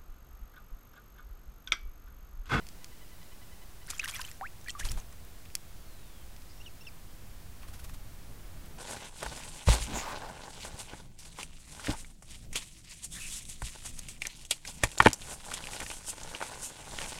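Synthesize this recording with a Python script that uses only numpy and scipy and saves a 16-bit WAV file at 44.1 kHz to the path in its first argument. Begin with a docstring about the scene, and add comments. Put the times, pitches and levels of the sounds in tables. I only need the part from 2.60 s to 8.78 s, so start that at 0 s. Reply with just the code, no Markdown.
"""A bird plunges into a water trough close to the microphone, thrashes, drips and flies out past it.
Bubbles are dying sines that rise in pitch, droplets are tiny rings, and spray is many random ticks.
Wing strokes are shaped noise with slow pushes of air; clicks ring the modes of a small hard body.
Underneath are coloured-noise hiss and wind, steady hum, a faint pulsing buzz and far birds' gliding tones.
"""
import sys
import numpy as np
from scipy import signal
from scipy.fft import rfft, irfft
from scipy.io import wavfile
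from scipy.ndimage import uniform_filter1d

SR = 44100
rng = np.random.default_rng(int(sys.argv[2]) if len(sys.argv) > 2 else 0)


def dump(signal):
    """Clip the signal to [-1, 1] and save it as 16-bit WAV at the path in sys.argv[1]."""
    limited = np.clip(np.atleast_2d(signal).T, -1, 1)
    pcm = np.round(limited * 32767).astype(np.int16)
    wavfile.write(sys.argv[1], SR, pcm)


N = 272657


def gain_of(db):
    """Turns decibels into a plain multiplier."""
    return 10 ** (np.asarray(db) / 20)


def evened(x):
    """Scales a sound to an rms of 1."""
    return x / np.sqrt(np.mean(x ** 2) + 1e-20)


def add(mix, s, sound):
    """Adds a sound into the mix from s seconds on, cut off at the end of the mix."""
    part = mix[round(s * SR):][:len(sound)]
    part += sound[:len(part)]


def coloured(x, points):
    """Filters x by a spectrum of (Hz, dB) points and sets its rms to 1."""
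    hz, db = np.transpose(points)
    axis = np.fft.rfftfreq(len(x), 1 / SR)
    filter_db = np.interp(np.log(axis + 1), np.log(hz + 1), db)
    return evened(irfft(rfft(x) * gain_of(filter_db), len(x)))


def unfold(rows):
    """Gives the start time and every column of a curve, sample by sample."""
    s, *columns = np.transpose(rows)
    t = np.arange(s[0], s[-1], 1 / SR)
    return s[0], [np.interp(t, s, c) for c in columns]


def glide(hz):
    """A sine that follows a pitch curve, with an rms of about 1."""
    return np.sqrt(2) * np.sin(2 * np.pi * np.cumsum(hz) / SR)


def bell(u, width):
    """A smooth hump around u = 0."""
    return np.exp(-.5 * (u / width) ** 2)


def ring(hz, t60, rise=0., onset=0.00025):
    """A sine that dies by 60 dB in t60 s; its pitch climbs by the share rise per second."""
    t = np.arange(4000) / SR
    turns = hz * (t + rise * t ** 2 / 2)
    fade = gain_of(-60 * t / max(t60, .001))
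    return (1 - np.exp(-t / onset)) * fade * np.sin(2 * np.pi * turns)


def crackle(per_s, spread_db):
    """Sparse clicks of random sign, a few of them large."""
    size = gain_of(spread_db * np.minimum(rng.exponential(1, N), 4))
    sign = rng.choice([-1., 1.], N)
    return size * sign * (rng.random(N) < per_s / SR)


def ringing_crackle(per_s, spread_db, pitches, cycles, rise=0.):
    """Sparse clicks at each pitch, each ringing for the given number of cycles before it is 60 dB down."""
    return sum(signal.oaconvolve(crackle(per_s, spread_db), ring(hz, cycles / hz, rise))[:N]
               for hz in pitches)


# colour of the microphone hiss: (f/Hz, relative level/dB per Hz)
HISS_COLOUR = [(71, -34), (120, -4.5), (217, -7.5), (251, -8.5), (393, -11.5), (445, -13), (698, -13),
               (1010, -15), (2930, -19.5), (14700, -23), (16000, -23)]
# colour of the deep wind rumble: (f/Hz, relative level/dB per Hz)
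RUMBLE_COLOUR = [(1.8, -50), (3.0, -1), (16, 0.5), (22, 2), (59, -3), (107, -7), (136, -22), (166, -16.5),
                 (250, -35.5), (320, -48), (550, -120)]
# colour of moving air, for wind flutter and wing eddies: (f/Hz, relative level/dB per Hz)
FLUTTER_COLOUR = [(50, -21), (110, 4), (200, -4), (350, -12), (800, -18), (2000, -22.5), (5000, -33)]
# wind at the microphone: (t/s, rumble level/dB, flutter level/dB)
WIND = [(0, -52.5, -85), (1, -51.5, -85), (2.15, -50, -66), (2.3, -39.5, -64), (2.45, -47.5, -69),
        (2.7, -51, -70), (3.8, -49, -72.5), (4.4, -51, -65.5), (5.251, -45, -61), (5.6, -48.5, -57.5),
        (6.18, -47.5, -54)]
# steady hum lines: (f/Hz, level/dB)
HUM_LINES = [(167, -70.5), (334, -75.5), (15192, -84)]
HISS_DB = -56


def background():
    """Steady hiss, wavering hum lines, and wind: a deep rumble plus a higher flutter in gusts."""
    t = np.arange(N) / SR
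    s, rumble_db, flutter_db = np.transpose(WIND)
    hiss, rumble, flutter, waver = rng.standard_normal((4, N))
    wind = gain_of(np.interp(t, s, rumble_db)) * coloured(rumble, RUMBLE_COLOUR)
    wind += gain_of(np.interp(t, s, flutter_db)) * coloured(flutter, FLUTTER_COLOUR)
    # every hum line wanders by the same number of Hz
    drift_hz = 167 * 0.0054 * evened(uniform_filter1d(waver, size=8000))
    hum = sum(gain_of(db) * glide(hz + drift_hz) for hz, db in HUM_LINES)
    return gain_of(HISS_DB) * coloured(hiss, HISS_COLOUR) + wind + hum


# runs of evenly spaced buzz bursts: (first t/s, end t/s)
BUZZ_RUNS = [(.01, .05), (.211, 1.05), (1.21, 1.25)]
# harmonics of the buzz: (multiple of its f, relative level/dB)
BUZZ_HARMONICS = [(1, 1.5), (2, 5.5), (3, 2.5), (4, -1.5), (5, -7)]
BUZZ_HZ, BUZZ_EVERY_S, BURST_S = 1000, .1002, 0.028
BUZZ_DB, BUZZ_UNEVEN_DB = -70.5, 1.5


def buzz():
    """Short bursts of a harmonic tone, slightly uneven in level."""
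    out, t = np.zeros(N), np.arange(round(BURST_S * SR)) / SR
    tone = sum(gain_of(db) * np.sin(2 * np.pi * k * BUZZ_HZ * t) for k, db in BUZZ_HARMONICS)
    burst = np.sqrt(2) * tone * signal.windows.tukey(len(t), .4)
    for first, end in BUZZ_RUNS:
        for s in np.arange(first, end, BUZZ_EVERY_S):
            add(out, s, gain_of(BUZZ_DB + BUZZ_UNEVEN_DB * rng.uniform(-0.84, 1)) * burst)
    return out


# dry clicks near the microphone: (t/s, level/dB, tilt/dB per octave)
CLICKS = [(0.0667, -30.5, 1), (0.0867, -29, 3), (0.126, -42, 0), (0.2429, -24.5, 2), (0.2604, -46, -2),
          (0.6284, -37, -4), (2.8524, -36.5, -6), (2.8574, -36, -18), (2.9007, -37, -12),
          (2.9513, -10.5, 6.5), (2.966, -36, -3), (3.763, -35, -2), (3.8193, -38, -2)]
# ringing modes of the small hard body: (f/Hz, relative level/dB, time to fall 60 dB/s)
CLICK_MODES = [(2580, 3, 0.0034), (3370, -5, 0.0086), (4530, 1, 0.0059), (5420, -1.5, 0.0078),
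               (6120, -3.5, 0.0066), (7230, -8.5, 0.0084), (8000, -5, 0.0051), (9940, -8, 0.0078),
               (11250, -14.5, 0.0074), (13600, -10, 0.0023)]


def clicks():
    """A light touch, the main blow and a bounce into the modes of a small hard body, then one near reflection."""
    out = np.zeros(N)
    for s, db, tilt_db in CLICKS:
        body = np.zeros(4000)
        for k, (hz, mode_db, t60) in enumerate(CLICK_MODES):
            # the upper modes start in alternate directions and merge into one bright band
            direction = (-1) ** (k * (hz > 6500))
            tilted_db = mode_db + tilt_db * np.log2(hz / 5000)
            body += direction * gain_of(tilted_db) * ring(hz, t60, onset=.00005)
        body = gain_of(db) * body / abs(body).max()
        touch = abs(body).max() * ring(4990, 0.011, onset=0.00068)
        hits = ((.0006, -13.5, touch), (.0015, -3.5, body), (.0022, -29, body), (.0064, -21, body))
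        for delay, hit_db, sound in hits:
            add(out, s + delay, gain_of(hit_db) * sound)
    return out


# spray thrown up while the bird thrashes, one table a bout: (t/s, level/dB, froth level over the spray/dB)
SPRAY_BOUTS = [
    [(1.26, -72, -1), (1.294, -54.5, 1), (1.39, -55.5, -5), (1.42, -60.5, 5), (1.57, -51, -3),
     (1.595, -58, 7), (1.616, -53, -2.5), (1.78, -64, -11)],
    [(2.05, -70, 1), (2.098, -51, -6), (2.14, -78, -21)],
    [(2.22, -57, -2), (2.26, -48.5, -14), (2.42, -65, -4)],
]
# colour of the fine spray: (f/Hz, relative level/dB per Hz)
SPRAY_COLOUR = [(1760, -9), (3000, -7), (4000, -10.5), (5920, -6), (12000, -9.5), (13900, -12),
                (16000, -23)]
# colour of the low froth: (f/Hz, relative level/dB per Hz)
FROTH_COLOUR = [(410, -47), (700, -13), (997, -12), (1280, -3), (3180, 3.5), (5000, -6), (6500, -41),
                (11000, -120)]
# surges of the thrashing: (t/s, extra level/dB, length/s)
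SURGES = [(1.444, 16.5, 0.0057), (1.491, 12.5, 0.012), (1.557, 6, 0.025), (1.615, 10, 0.0056),
          (1.654, 6.5, .0085), (1.685, 5, .01)]


def spray():
    """Fine pitched ticks above, froth of small random bubbles below, both swelling with each surge."""
    t = np.arange(N) / SR
    ticks = ringing_crackle(70, 3.5, np.geomspace(3500, 15000, num=12), 22)
    ticks = evened(signal.lfilter([1, -1], [1], ticks))  # brighter
    fine = coloured(ticks + .75 * rng.standard_normal(N), SPRAY_COLOUR)
    froth = ringing_crackle(100, 3.5, np.geomspace(900, 4500, num=16), 22, 33.0)
    froth = coloured(evened(froth) + .08 * evened(crackle(1500, 4.)), FROTH_COLOUR)
    surge = gain_of(sum(db * bell(t - s, length) for s, db, length in SURGES))
    out = np.zeros(N)
    for rows in SPRAY_BOUTS:
        s, (db, froth_db) = unfold(rows)
        at = slice(round(s * SR), round(s * SR) + len(db))
        add(out, s, gain_of(db) * surge[at] * (fine[at] + gain_of(froth_db) * froth[at]))
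    return out


# droplets hitting water and feathers: (t/s, level/dB, centre f/Hz, share of wide splat)
DROPS = [(1.265, -41, 5670, .4), (1.2714, -37, 9440, .6), (1.3024, -23, 7360, .6),
         (1.3084, -22.5, 8200, .5), (1.31, -24.5, 6000, .4), (1.3827, -25, 7150, .1),
         (1.3935, -24, 6740, .2), (1.397, -23, 6000, .4), (1.4453, -24.5, 10600, .3),
         (1.4514, -30, 5600, 0.45), (1.4565, -32, 8240, .6), (1.478, -26.5, 6600, .6),
         (1.485, -24.5, 8900, .5), (1.4942, -28, 8240, .3), (1.499, -29, 5800, .6), (1.5108, -30, 7000, .5),
         (1.5364, -35, 8200, .3), (1.5459, -30, 13600, .3), (1.5564, -32, 7800, .5),
         (1.5632, -22.5, 5720, .2), (1.593, -31, 5790, .25), (1.6067, -32, 10400, .5),
         (1.6147, -28, 6900, .6), (1.6891, -38, 8380, .5), (1.698, -39, 13800, .6),
         (1.714, -32.5, 7300, 0.55), (2.0125, -38, 5710, .3), (2.044, -36, 6300, .3),
         (2.084, -31, 8000, .4), (2.094, -34, 8190, .5), (2.0974, -30, 7150, .3),
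         (2.1041, -22.5, 5500, 0.4), (2.1117, -32, 8340, .25), (2.2084, -36, 8150, .5),
         (2.252, -29.5, 5660, 0.66), (2.2887, -29, 4480, .2), (2.317, -25, 9900, .6),
         (2.4, -34, 6380, 0.33), (2.6489, -40.5, 11400, .4)]
DROP_T60_S = 0.0069


def droplets():
    """Each droplet is a tiny ring inside a cluster of briefer ones, the splat."""
    out = np.zeros(N)
    spread = 0.72 * rng.uniform(-1.13, 1, (len(DROPS), 6))
    for (s, db, hz, splat), octaves in zip(DROPS, spread):
        wide = sum(ring(min(hz * 2 ** octave, 15500), 0.51 * DROP_T60_S, onset=0.00017)
                   for octave in octaves)
        centre = 0.71 * ring(hz, DROP_T60_S, 7., onset=0.00029)
        add(out, s + .0005, gain_of(db) * (centre + splat * wide))
    return out


# short bubbles: (t/s, level/dB, f/Hz, time to fall 60 dB/s, share by which the pitch climbs in that time)
BUBBLES = [(1.28, -43, 1470, .03, .4), (1.287, -41, 1800, .02, .15), (1.311, -36, 4260, .012, .05),
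           (1.333, -33, 1210, .011, .1), (1.346, -45, 3200, .04, .12), (1.396, -22.5, 2440, 0.035, .5),
           (1.416, -42, 3760, .03, .8), (1.416, -41, 2100, 0.025, .1), (1.431, -28.5, 1710, 0.013, .1),
           (1.4403, -32.5, 1575, 0.062, .1), (1.44, -32, 3600, 0.0061, .05),
           (1.444, -34.5, 2800, 0.03, .12), (1.457, -27.5, 1850, .017, .12),
           (1.4763, -37.5, 1060, .024, 0.37), (1.477, -37, 2420, 0.01, .2), (1.489, -33, 3090, 0.019, .14),
           (1.496, -31.5, 3310, 0.018, .07), (1.538, -38, 2350, .1, .3), (1.553, -35, 3350, .028, .05),
           (1.558, -34, 2000, 0.04, .1), (1.584, -43, 1650, .063, .55), (1.595, -35.5, 987, 0.048, .3),
           (1.596, -35.5, 1510, 0.049, 0.36), (1.612, -38, 2720, .027, .07), (1.642, -39, 2640, .02, .06),
           (1.649, -33, 3010, 0.022, .06), (1.685, -44, 2450, .04, .3), (1.715, -40.5, 1920, 0.014, .05),
           (1.811, -28.5, 770, 0.072, .055), (1.811, -37, 1740, .01, .03), (2.062, -45, 1684, 0.065, 0.27),
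           (2.074, -39.5, 2320, 0.043, .1), (2.082, -39, 4300, .02, .14), (2.084, -29, 1926, .039, .025),
           (2.095, -31.5, 3160, 0.034, .09), (2.098, -34.5, 4200, .026, .2), (2.103, -42, 2640, .04, .1),
           (2.288, -30.5, 3110, 0.013, .1), (2.296, -32, 5400, .012, .04)]
# large air pockets that sing longer as they close, one table a pocket: (t/s, f/Hz, level/dB)
POCKETS = [
    [(1.813, 786, -47), (1.822, 890, -43), (1.835, 1150, -39.5), (1.85, 1510, -41.5), (1.862, 1870, -43),
     (1.871, 2500, -47.5), (1.88, 2920, -57)],
    [(2.151, 1216, -39), (2.165, 1136, -48.5), (2.177, 1140, -53), (2.19, 1400, -57)],
    [(2.209, 1720, -35), (2.217, 1610, -47.5), (2.228, 1900, -47), (2.233, 2280, -51), (2.238, 3000, -48),
     (2.243, 3000, -60)],
]


def bubbles():
    """Trapped air rings at its size; pitch climbs as it nears the surface, and ripples make its level waver."""
    out = np.zeros(N)
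    for s, db, hz, t60, climb in BUBBLES:
        pinch = 0.69 * ring(2.03 * hz, 6 / hz)  # the neck of air snapping shut
        add(out, s, gain_of(db) * (ring(hz, t60, climb / t60, onset=0.38 / hz) + pinch))
    ripple = uniform_filter1d(uniform_filter1d(rng.standard_normal(N), size=70), size=70)
    out = out * gain_of(1.3 * evened(ripple))
    for rows in POCKETS:
        s, (hz, db) = unfold(rows)
        sample = np.arange(len(hz))
        edge = np.minimum(1, np.minimum(sample / 25.0, sample[::-1] / 200.))  # quick start, softer end
        add(out, s, gain_of(db) * edge * glide(hz))
    return out


# wing strokes at plunge, take-off and later: (t/s, hiss level/dB, thud level over the hiss/dB, fall/s)
STROKES = [(1.306, -39.5, -25, 0.0098), (2.2, -39.5, -7, .012), (2.256, -40, -6, .017),
           (2.317, -43, -9.5, .009), (2.38, -51, 1, 0.02), (2.528, -54, 9, 0.0031),
           (5.029, -57.5, 4, 0.021), (5.088, -53.5, -3, .009), (5.142, -51.5, -6, .02),
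           (5.201, -53, -7, 0.0093), (5.247, -49.5, -6.5, 0.012), (5.297, -55, -7, 0.016),
           (5.346, -52.5, -10, .007), (6.06, -59, -10, .011)]
# colour of wet feathers: (f/Hz, relative level/dB per Hz)
WET_FEATHERS = [(180, -24), (300, -12.5), (2030, -7.5), (2360, -4.5), (4990, -7.5), (5610, -3.5),
                (10200, -6.5), (16000, -29)]
# colour of dry feathers: (f/Hz, relative level/dB per Hz)
DRY_FEATHERS = [(600, -13), (2500, 6.5), (7000, 3.5), (14000, 3.5), (16000, -26)]
# colour of the low wing thud: (f/Hz, relative level/dB per Hz)
THUD_COLOUR = [(300, -25), (800, -10), (1300, -3.5), (2500, -2), (5000, 9)]
# puffs of air from the nearest strokes: (t/s, level/dB, build-up/s)
PUSHES = [(2.251, -24, .007), (2.311, -24.5, .005), (2.347, -36, .003), (2.372, -24, .006),
          (5.238, -33, .0035), (5.334, -35, .0035)]
DRY_FROM_S, STROKE_RISE_S = 3, 0.0066


def wings():
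    """Feathers hiss and thud on each downstroke; a puff of air builds on the membrane, lets go and eddies."""
    t, out = np.arange(N) / SR, np.zeros(N)
    wet = coloured(evened(crackle(1200, 3.7)) + 0.92 * rng.standard_normal(N), WET_FEATHERS)
    hiss = np.where(t < DRY_FROM_S, wet, coloured(rng.standard_normal(N), DRY_FEATHERS))
    thud = coloured(ringing_crackle(90, 3.4, np.geomspace(600, 2500, num=6), 12), THUD_COLOUR)
    eddies = coloured(rng.standard_normal(N), FLUTTER_COLOUR)
    for s, db, thud_db, fall in STROKES:
        u = t - s
        stroke = np.where(u < 0, bell(u, min(STROKE_RISE_S, fall)), np.exp(-np.abs(u) / fall))
        out += gain_of(db) * stroke * (hiss + gain_of(thud_db) * thud)
    for s, db, length in PUSHES:
        u = t - s
        build = bell(u, np.where(u < 0, length, 0.56 * length))
        # the air swings back the other way, then settles slowly
        recoil_width = np.where(u < 1.7 * length, 1.14 * length, 3 * length)
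        recoil = 0.49 * bell(u - 1.2 * length, recoil_width)
        out += gain_of(db) * (build - recoil + 0.045 * eddies * bell(u, 0.021))
    return out


# two-note call, one table a note: (t/s from call start, f/Hz, relative level/dB, 2nd harmonic over it/dB)
CALL = [
    [(0, 2705, -9, -3), (.012, 2720, -11.5, -3), (.023, 2930, -9, -11)],
    [(.04, 3660, -13, -20), (.057, 3600, -14.5, -22), (.064, 2850, 0, -13), (.075, 2710, -8.5, -6.5),
     (.088, 2330, -6, -8)],
]
# when the call comes: (t/s, level/dB, extra second harmonic/dB, pitch drift/Hz per s)
CALL_TIMES = [(4.0, -46, -4, 1500), (4.207, -46, 3, -1500)]
# one long falling note: (t/s, f/Hz, level/dB, second harmonic over it/dB)
WHISTLE = [(3.14, 4800, -76, -30), (3.3, 4230, -70.5, -30), (3.7, 2880, -72, -30)]
# a buzzy far note, one table a strand: (t/s, centre f/Hz, level/dB)
BUZZY_NOTE = [
    [(3.885, 4700, -63), (3.92, 5050, -66), (3.98, 5150, -73)],
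    [(3.9, 5600, -66), (3.96, 5550, -76), (4.01, 5530, -71), (4.02, 5350, -71), (4.04, 4700, -65)],
]


def far_birds():
    """Whistled notes, a little unsteady, with a second harmonic; the buzzy note is narrow bands of noise."""
    out, notes = np.zeros(N), []
    for s, db, extra_db, drift in CALL_TIMES:
        for note in CALL:
            notes.append([(s + u, hz + drift * u, db + rel_db, second_db + extra_db)
                          for u, hz, rel_db, second_db in note])
    for rows in notes + [WHISTLE]:
        s, (hz, db, second_db) = unfold(rows)
        flutter = gain_of(2.5 * evened(uniform_filter1d(rng.standard_normal(len(hz)), size=300)))
        tone = glide(hz) + gain_of(second_db) * glide(2 * hz)
        add(out, s, gain_of(db) * flutter * tone * signal.windows.tukey(len(hz), .3))
    for rows, width in zip(BUZZY_NOTE, (50, 200)):  # samples averaged: more makes a narrower band
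        s, (hz, db) = unfold(rows)
        fuzz = evened(uniform_filter1d(rng.standard_normal(len(hz)), size=width))
        add(out, s, gain_of(db) * fuzz * glide(hz) * signal.windows.tukey(len(hz), .3))
    return out


def without_bass(x, hz):
    """Takes away the bass below hz, which small bodies cannot radiate."""
    return signal.sosfilt(signal.butter(2, hz, "highpass", fs=SR, output="sos"), x)


def scene():
    """Adds up all sources at one microphone."""
    steady = background() + buzz()
    hard = without_bass(clicks(), 1300)
    water = without_bass(spray() + droplets() + bubbles(), 620)
    return (steady + hard + water + wings() + far_birds())[None]


EDGE_HZ, OFFSET = 15800, 0.0049


def record(dry):
    """Cuts off the treble above the band edge and adds a small steady offset."""
    band = signal.firwin(1023, EDGE_HZ, window=("kaiser", 9), fs=SR)
    return signal.oaconvolve(dry, band[None], "same") + OFFSET


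dry = scene()
out = record(dry)
dump(out)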